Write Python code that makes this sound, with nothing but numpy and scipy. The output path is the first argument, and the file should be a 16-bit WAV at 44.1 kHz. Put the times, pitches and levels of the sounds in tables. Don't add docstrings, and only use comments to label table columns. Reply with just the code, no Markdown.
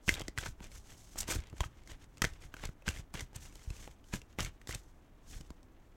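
import sys
import numpy as np
from scipy import signal
from scipy.fft import rfft, irfft, next_fast_len
from scipy.io import wavfile

SR = 44100
rng = np.random.default_rng(int(sys.argv[2]) if len(sys.argv) > 2 else 0)


def pcm_store(signal):
    levels = np.round(np.clip(np.atleast_2d(signal), -1, 1) * 32767)
    wavfile.write(sys.argv[1], SR, levels.astype(np.int16).T)


N = 262819
TIME = np.arange(N) / SR
HIT_TIME = np.arange(4096) / SR
HIT_SPAN_S = 0.005


def from_db(db):
    return 10 ** (np.asarray(db) / 20)


def rms_one(x):
    return x / np.sqrt(np.mean(x ** 2) + 1e-20)


def hit_one(x):
    return x / np.sqrt(np.sum(x ** 2) / (HIT_SPAN_S * SR) + 1e-20)


def add(track, time_s, sound):
    start = int(np.clip(round(time_s * SR), 0, N - 1))
    track[start:start + len(sound)] += sound[:N - start]


def colour(x, spectrum):
    size = 2 * next_fast_len(len(x))
    hz, db = np.transpose(spectrum)
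    bins_hz = np.maximum(np.arange(size // 2 + 1) * SR / size, 1)
    bins_db = np.interp(np.log(bins_hz), np.log(hz), db)
    cepstrum = irfft(np.log(from_db(bins_db)))
    cepstrum[1:size // 2] *= 2
    cepstrum[size // 2 + 1:] = 0
    response = np.exp(rfft(cepstrum))
    return irfft(rfft(x, size) * response)[:len(x)]


def drift(turns_per_s):
    steps = rng.uniform(-1, 1, N // 10)
    return rms_one(np.interp(TIME * turns_per_s, np.arange(len(steps)), steps))


def ring(hz, t60_s):
    return np.sin(2 * np.pi * hz * HIT_TIME) * from_db(-60 * HIT_TIME / t60_s)


def burst(spectrum, t60_s, snap):
    scatter = rng.standard_normal(len(HIT_TIME)) * from_db(-60 * HIT_TIME / t60_s)
    scatter[0] = snap
    return hit_one(colour(scatter, spectrum))


def thin(x, corner_hz):
    corner_hz = np.clip(corner_hz, 50, SR / 4)
    return signal.sosfilt(signal.butter(2, corner_hz, "high", fs=SR, output="sos"), x)


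def friction(spectrum, catches_per_s, size_db, smooth_db, flutter_db, flutter_per_s):
    signs = rng.choice([-1, 1], N)
    sizes = from_db(size_db * np.minimum(rng.exponential(1, N), 4)) * signs
    catches = rms_one(sizes * (rng.random(N) < catches_per_s / SR))
    rub = catches + from_db(smooth_db) * rng.standard_normal(N)
    flutter = from_db(flutter_db * drift(flutter_per_s))
    return rms_one(colour(rub * flutter, spectrum))


# (time [s], puff before trim [dB], clap before trim [dB], tick before trim [dB], clap pitch [Hz])
SLAP_HITS = [(0.0791, -33, -42, -39, 1590), (0.085, -66, -30, -57, 2630), (0.0919, -52, -19.5, -27, 2076),
             (0.1403, -45, -37.5, -36.5, 3670), (0.1502, -55, -46, -46, 3900),
             (0.2172, -35.5, -45.5, -49, 3200), (0.2816, -44.5, -43, -38.5, 2000),
             (0.377, -38, -33.5, -41, 1980), (0.385, -48, -33.5, -36, 1590), (0.4596, -46, -42, -44, 1120),
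             (0.4629, -35.5, -38.5, -44, 1540), (0.6044, -54, -50.5, -67, 940),
             (1.158, -41.5, -57, -69, 870), (1.288, -30, -47, -59, 835), (1.528, -46, -59, -73, 1260),
             (1.606, -31.5, -31.5, -36, 1060), (1.634, -57, -42.5, -70, 870),
             (1.6398, -51, -39.5, -69, 1241), (2.2196, -26, -28, -25.5, 1970),
             (2.2227, -64, -31.5, -50, 1314), (2.239, -53, -42, -38, 1850),
             (2.2427, -30, -27.5, -33.5, 1737), (2.249, -32.5, -33, -33.5, 2020),
             (2.5407, -41.5, -43, -54, 1570), (2.567, -47.5, -51, -54.5, 1440),
             (2.596, -55, -52.5, -59, 1630), (2.6373, -35, -44, -56, 900), (2.69, -47, -55.5, -70, 1350),
             (2.822, -53, -60.5, -68, 2600), (2.88, -42, -30.5, -36.5, 1590),
             (2.8884, -36, -35.5, -32.5, 2770), (3.14, -36, -50.5, -45.5, 2450),
             (3.1947, -56, -46, -45, 2144), (3.207, -42.5, -46, -41, 2040), (3.331, -47.5, -63, -65, 850),
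             (3.555, -52, -66, -50.5, 3050), (3.703, -43, -50.5, -47.5, 2665), (3.876, -42, -49, -70, 803),
             (3.913, -66.5, -64.5, -60, 2200), (4.042, -76.5, -66, -66, 2980),
             (4.1368, -36, -39.5, -40.5, 2480), (4.1398, -40, -38.5, -53, 1680),
             (4.217, -57, -53.5, -55.5, 2700), (4.387, -29, -39, -43, 2040), (4.393, -40, -35, -49, 1220),
             (4.4052, -55, -37.5, -34.5, 2954), (4.448, -53, -45.5, -39, 2210),
             (4.615, -53, -57, -61, 1830), (4.6728, -46, -52, -44, 1950), (4.6925, -37, -43.5, -46, 1760),
             (4.7092, -55, -42, -48, 1973), (4.726, -59, -46.5, -44, 2170), (4.748, -48, -45.5, -38, 2570),
             (5.41, -47.5, -60, -51.5, 3000), (5.504, -54, -54.5, -54, 995), (5.63, -63, -78, -62, 3260)]
# (frequency [Hz], relative level [dB], t60 [s])
DECK_RESONANCES = [(562, -36, .015), (1020, -10, 0.0019), (1400, -37, 0.019), (1545, 17, 0.017),
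                   (1820, -6.5, 0.092), (2013, 11.5, 0.015), (2460, 27.5, 0.0032), (3203, 7.5, 0.036),
                   (3590, -30, 0.02)]
# (frequency [Hz], relative level [dB])
PUFF_SPECTRUM = [(80, 2), (200, -0.5), (330, -2), (480, -4), (750, -10), (1100, -9.5), (2500, -31.5)]
# (frequency [Hz], relative level [dB])
TICK_SPECTRUM = [(1500, -16), (3100, 0), (4700, 1), (6200, 2.5), (7700, 2), (9700, -9), (13000, -12.5),
                 (16000, -20)]


def slaps(pocket_t60_s=0.017, deck_db=-3.0, vary_db=4.0, puff_trim_db=-4.5, clap_trim_db=-1.0,
          tick_trim_db=-3.0, hard_db=-33.5, corner_share=0.66):
    out = np.zeros(N)
    mode_count = len(DECK_RESONANCES)
    for time_s, puff_db, clap_db, tick_db, hz in list(SLAP_HITS) + loose_cards() + stray_edges():
        signs = rng.choice([-1, 1], mode_count)
        strengths = from_db(vary_db * rng.standard_normal(mode_count)) * signs
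        deck = sum(strength * from_db(db) * ring(mode_hz, t60_s)
                   for strength, (mode_hz, db, t60_s) in zip(strengths, DECK_RESONANCES))
        pocket = hit_one(ring(hz, pocket_t60_s))
        clap = hit_one(thin(pocket + from_db(deck_db) * hit_one(deck), corner_share * hz))
        hardness = np.sqrt(from_db(max(clap_db, tick_db) - hard_db))
        puff = burst(PUFF_SPECTRUM, t60_s=0.029, snap=-8.0 * hardness)
        tick = burst(TICK_SPECTRUM, t60_s=0.014, snap=3.2 * hardness)
        add(out, time_s, from_db(clap_db + clap_trim_db) * clap)
        add(out, time_s, from_db(puff_db + puff_trim_db) * puff)
        add(out, time_s, from_db(tick_db + tick_trim_db) * tick)
    return out


LOOSE_CARDS_PER_S = 70
LOOSE_PUFF_DB, LOOSE_CLAP_DB, LOOSE_TICK_DB, LOOSE_SPREAD_DB = -14.5, -7.5, -5, 5.5
LOOSE_HZ, LOOSE_SPREAD_OCTAVES = 2297, 0.35


def loose_cards():
    rows = []
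    offsets_db = np.array([LOOSE_PUFF_DB, LOOSE_CLAP_DB, LOOSE_TICK_DB])
    for start_s, length_s, rasp_db, _ in PACKET_DROPS:
        delays_s = (np.arange(8) + rng.uniform(0.5, 1.5, 8)) / LOOSE_CARDS_PER_S
        for delay_s, chance in zip(delays_s, rng.standard_normal((len(delays_s), 4))):
            levels_db = rasp_db + offsets_db + LOOSE_SPREAD_DB * chance[:3]
            hz = LOOSE_HZ * 2 ** (LOOSE_SPREAD_OCTAVES * chance[3])
            if delay_s < length_s:
                rows.append((start_s + delay_s, *levels_db, hz))
    return rows


STRAY_PER_S = 18
STRAY_PUFF_DB, STRAY_CLAP_DB, STRAY_TICK_DB = -2.5, -6, -1.5


def stray_edges(spread_db=5.0, reach=1.3, max_count=6):
    rows = []
    offsets_db = np.array([STRAY_PUFF_DB, STRAY_CLAP_DB, STRAY_TICK_DB])
    for middle_s, half_s, rasp_db, _ in LIGHT_RUBS:
        chances = rng.uniform(-1, 1, (max_count, 3))
        for k, (place, size, pitch) in enumerate(chances):
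            levels_db = rasp_db + offsets_db + spread_db * size
            hz = LOOSE_HZ * 2 ** (LOOSE_SPREAD_OCTAVES * pitch)
            if k < STRAY_PER_S * 2 * half_s:
                rows.append((middle_s + reach * half_s * place, *levels_db, hz))
    return rows


def push(hz, rise_cycles):
    age = hz * HIT_TIME / rise_cycles
    return -age * np.exp(1 - age) * np.sin(2 * np.pi * hz * HIT_TIME)


RECOIL_DB, RECOIL_HZ = -8.5, 61
# (time [s], level before trim and recoil [dB], pitch [Hz])
LOW_THUDS = [(0.08, -24, 147), (0.091, -25, 270), (0.181, -39.5, 500), (0.206, -32, 500), (0.284, -32, 318),
             (0.383, -33.5, 91), (0.463, -40, 203), (0.608, -39.5, 184), (1.354, -33, 296),
             (1.36, -29.5, 84.4), (1.368, -36, 310), (1.386, -32.5, 60.1), (1.527, -38.5, 93.5),
             (1.538, -41, 296), (1.606, -27, 67.6), (2.22, -23.5, 230), (2.242, -28.5, 132),
             (2.691, -37, 117), (2.877, -27.5, 151), (2.891, -33, 75), (3.148, -34.5, 98),
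             (3.675, -34.5, 60), (3.704, -34, 92), (4.137, -28, 170), (4.147, -31, 173),
             (4.406, -31.5, 125.5), (4.446, -38.5, 79.3), (4.691, -35.5, 96), (5.361, -41, 60.4),
             (5.385, -55, 190), (5.405, -41.5, 138.4), (5.505, -38, 220)]


def thuds(rise_cycles=0.28, trim_db=1.0):
    out = np.zeros(N)
    recoil = from_db(RECOIL_DB) * push(RECOIL_HZ, rise_cycles)
    for time_s, db, hz in list(LOW_THUDS) + bumps():
        add(out, time_s, from_db(db + trim_db) * (push(hz, rise_cycles) + recoil))
    return out


def bumps(level_before_trim_db=-38.5, mean_hz=94.6, spread_octaves=0.067):
    pitches_hz = mean_hz * 2 ** (spread_octaves * rng.standard_normal(len(PACKET_DROPS)))
    return [(start_s + length_s, level_before_trim_db, hz)
            for (start_s, length_s, _, _), hz in zip(PACKET_DROPS, pitches_hz)]


DROP_RISE_DB_PER_S, DROP_SAG_DB_PER_S, DROP_FALL_DB_PER_S = 1509, 20.5, 543
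RUB_FADE_DB, RUB_ROUNDNESS = 8.5, 1.39
FLOOR_RASP_DB, FLOOR_HISS_DB = -74.5, -82
# (start [s], length [s], edge rasp before trim [dB], face hiss before trim [dB])
PACKET_DROPS = [(0.085, .036, -41, -42), (0.141, .072, -46.5, -59), (0.377, 0.11, -46.5, -51),
                (1.282, 0.081, -39.5, -42), (1.602, 0.056, -54, -55.5), (2.227, .042, -47.5, -50),
                (2.635, .02, -48, -62), (2.87, 0.024, -42, -45.5), (2.903, 0.091, -50, -53),
                (3.145, 0.078, -45.5, -52), (3.351, 0.0095, -49, -58), (4.132, 0.027, -42.5, -46.5),
                (4.399, 0.023, -38, -44), (4.429, 0.041, -47.5, -51), (4.687, 0.067, -48.5, -49.5)]
# (middle [s], half length [s], rasp before trim [dB], hiss before trim [dB])
LIGHT_RUBS = [(0.075, 0.021, -70, -52), (0.263, 0.029, -60.5, -65.5), (0.646, 0.031, -53, -58.5),
              (0.756, 0.035, -57, -53.5), (0.899, .035, -57.5, -60.5), (1.041, .13, -66, -58),
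              (1.207, 0.042, -46.5, -54), (1.393, 0.061, -56, -72), (1.486, .018, -59.5, -73),
              (1.595, 0.036, -56.5, -62), (1.803, 0.08, -66, -74), (1.911, 0.033, -50, -57.5),
              (2.024, 0.021, -58.5, -64.5), (2.28, 0.084, -56, -62.5), (2.439, 0.027, -53.5, -57),
              (2.618, 0.059, -55, -59), (3.446, 0.056, -58, -55.5), (3.646, 0.18, -62.5, -63),
              (3.804, .072, -54, -57.5), (4.139, 0.048, -65, -56.5), (4.306, 0.026, -65.5, -68.5),
              (4.768, 0.1, -71.5, -65), (5.339, 0.054, -56, -54), (5.444, 0.12, -68.5, -72.5)]


def slide_levels():
    time = TIME[::32]
    shapes = []
    for start_s, length_s, rasp_db, hiss_db in PACKET_DROPS:
        age = time - start_s
        rise_db = DROP_RISE_DB_PER_S * np.maximum(-age, 0)
        sag_db = DROP_SAG_DB_PER_S * np.maximum(age, 0)
        fall_db = DROP_FALL_DB_PER_S * np.maximum(age - length_s, 0)
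        shapes.append((from_db(-(rise_db + sag_db + fall_db)), rasp_db, hiss_db))
    for middle_s, half_s, rasp_db, hiss_db in LIGHT_RUBS:
        distance = np.minimum(np.abs(time - middle_s) / half_s, 10)
        shapes.append((from_db(-RUB_FADE_DB * distance ** RUB_ROUNDNESS), rasp_db, hiss_db))
    rasp_power, hiss_power = from_db(FLOOR_RASP_DB) ** 2, from_db(FLOOR_HISS_DB) ** 2
    for shape, rasp_db, hiss_db in shapes:
        rasp_power = rasp_power + (from_db(rasp_db) * shape) ** 2
        hiss_power = hiss_power + (from_db(hiss_db) * shape) ** 2
    return np.interp(TIME, time, np.sqrt(rasp_power)), np.interp(TIME, time, np.sqrt(hiss_power))


# (frequency [Hz], relative level [dB])
RASP_SPECTRUM = [(150, -6.5), (330, 5.5), (700, -0.5), (1150, 0), (1650, 1.5), (2300, -0.5), (3200, 1),
                 (4500, -8.5), (7000, -13.5), (14000, -40.5)]
# (frequency [Hz], relative level [dB])
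HISS_SPECTRUM = [(1500, -35), (3000, -4.5), (4800, -1.5), (6200, 4), (7800, 0.5), (9500, -5.5),
                 (13000, -9.5), (16000, -16)]


def sliding(rasp_gain, hiss_gain, rasp_trim_db=-4.5, hiss_trim_db=-2.5, deck_db=-20.0):
    rasp = friction(RASP_SPECTRUM, catches_per_s=650, size_db=1.5, smooth_db=1.5,
                    flutter_db=3.5, flutter_per_s=140)
    deck = sum((-1) ** k * from_db(db) * ring(hz, t60_s)
               for k, (hz, db, t60_s) in enumerate(DECK_RESONANCES))
    ringing = rms_one(signal.fftconvolve(rasp, deck)[:N])
    rasp = rasp + from_db(deck_db) * ringing
    hiss = friction(HISS_SPECTRUM, catches_per_s=1800, size_db=3.0, smooth_db=0.5,
                    flutter_db=2.5, flutter_per_s=86)
    return rasp_gain * from_db(rasp_trim_db) * rasp + hiss_gain * from_db(hiss_trim_db) * hiss


# (middle [s], half length to 1/e [s], level [dB])
CARD_FLICKS = [(1.188, 0.0081, -36.5), (1.2075, 0.0042, -30.5), (1.22, 0.007, -44.5), (1.313, 0.016, -38.5),
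               (3.362, 0.0032, -42.5), (4.749, 0.0035, -42.5)]
# (frequency [Hz], relative level [dB])
WHIP_SPECTRUM = [(1500, -15), (3200, -10), (4800, -6), (6200, 1), (8000, 2.5), (9800, -8), (13000, -9),
                 (16000, -17)]


def flicks():
    speed = np.zeros(N)
    for middle_s, half_s, db in CARD_FLICKS:
        speed += from_db(db) * np.exp(-np.minimum(((TIME - middle_s) / half_s) ** 2, 40))
    slip = friction(WHIP_SPECTRUM, catches_per_s=7000, size_db=2.2, smooth_db=-1.0,
                    flutter_db=1.4, flutter_per_s=600)
    return speed * slip


STIR_DB, STIR_REF_RASP_DB = -47, -50
STIR_FOLLOWS, STIR_INERTIA_S = 0.56, 0.02
# (frequency [Hz], relative level [dB])
STIR_SPECTRUM = [(15, 2), (30, 9.5), (65, 1.5), (110, -4.5), (200, -15.5), (330, -23.5), (600, -52),
                 (1500, -59)]


def hands(rasp_gain):
    keep = np.exp(-1 / (STIR_INERTIA_S * SR))
    effort = (rasp_gain / from_db(STIR_REF_RASP_DB)) ** STIR_FOLLOWS
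    motion = signal.lfilter([1 - keep], [1, -keep], effort, zi=effort[:1])[0]
    rumble = rms_one(colour(rng.standard_normal(N), STIR_SPECTRUM))
    return from_db(STIR_DB) * motion * rumble


# (delay [s], level [dB])
CLOSE_ECHOES = [(.0014, -25.5), (.0033, -43), (.0062, -21.5)]


def room(x, t60_s=0.17, tail_db=-22.5, dull_hz=4500, gap_s=0.0078):
    age = TIME[:SR // 2]
    tail = rng.standard_normal(len(age)) * from_db(-60 * age / t60_s) * (age > gap_s)
    tail = signal.sosfilt(signal.butter(1, [600, dull_hz], "band", fs=SR, output="sos"), tail)
    response = from_db(tail_db) * tail / np.sqrt(np.sum(tail ** 2))
    for delay_s, db in CLOSE_ECHOES:
        response[int(delay_s * SR)] += from_db(db)
    return x + signal.fftconvolve(x, response)[:N]


# (frequency [Hz], relative level [dB])
ROOM_TONE_SPECTRUM = [(20, 9), (60, 0), (120, -8), (200, -7.5), (300, -5.5), (450, -13.5), (800, -15.5),
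                      (1800, -24), (2500, -29.5), (6000, -45.5), (16000, -39.5)]


def room_tone(level_db=-59.0):
    return from_db(level_db) * rms_one(colour(rng.standard_normal(N), ROOM_TONE_SPECTRUM))


def scene():
    rasp_gain, hiss_gain = slide_levels()
    cards = slaps() + thuds() + sliding(rasp_gain, hiss_gain) + flicks()
    return (room(cards) + hands(rasp_gain) + room_tone())[None]


CUTOFF_HZ = 16300


def record(dry):
    dry = signal.sosfilt(signal.butter(2, 16, "high", fs=SR, output="sos"), dry)
    return signal.sosfilt(signal.ellip(10, 0.2, 80, CUTOFF_HZ, fs=SR, output="sos"), dry)


dry = scene()
out = record(dry)
pcm_store(out)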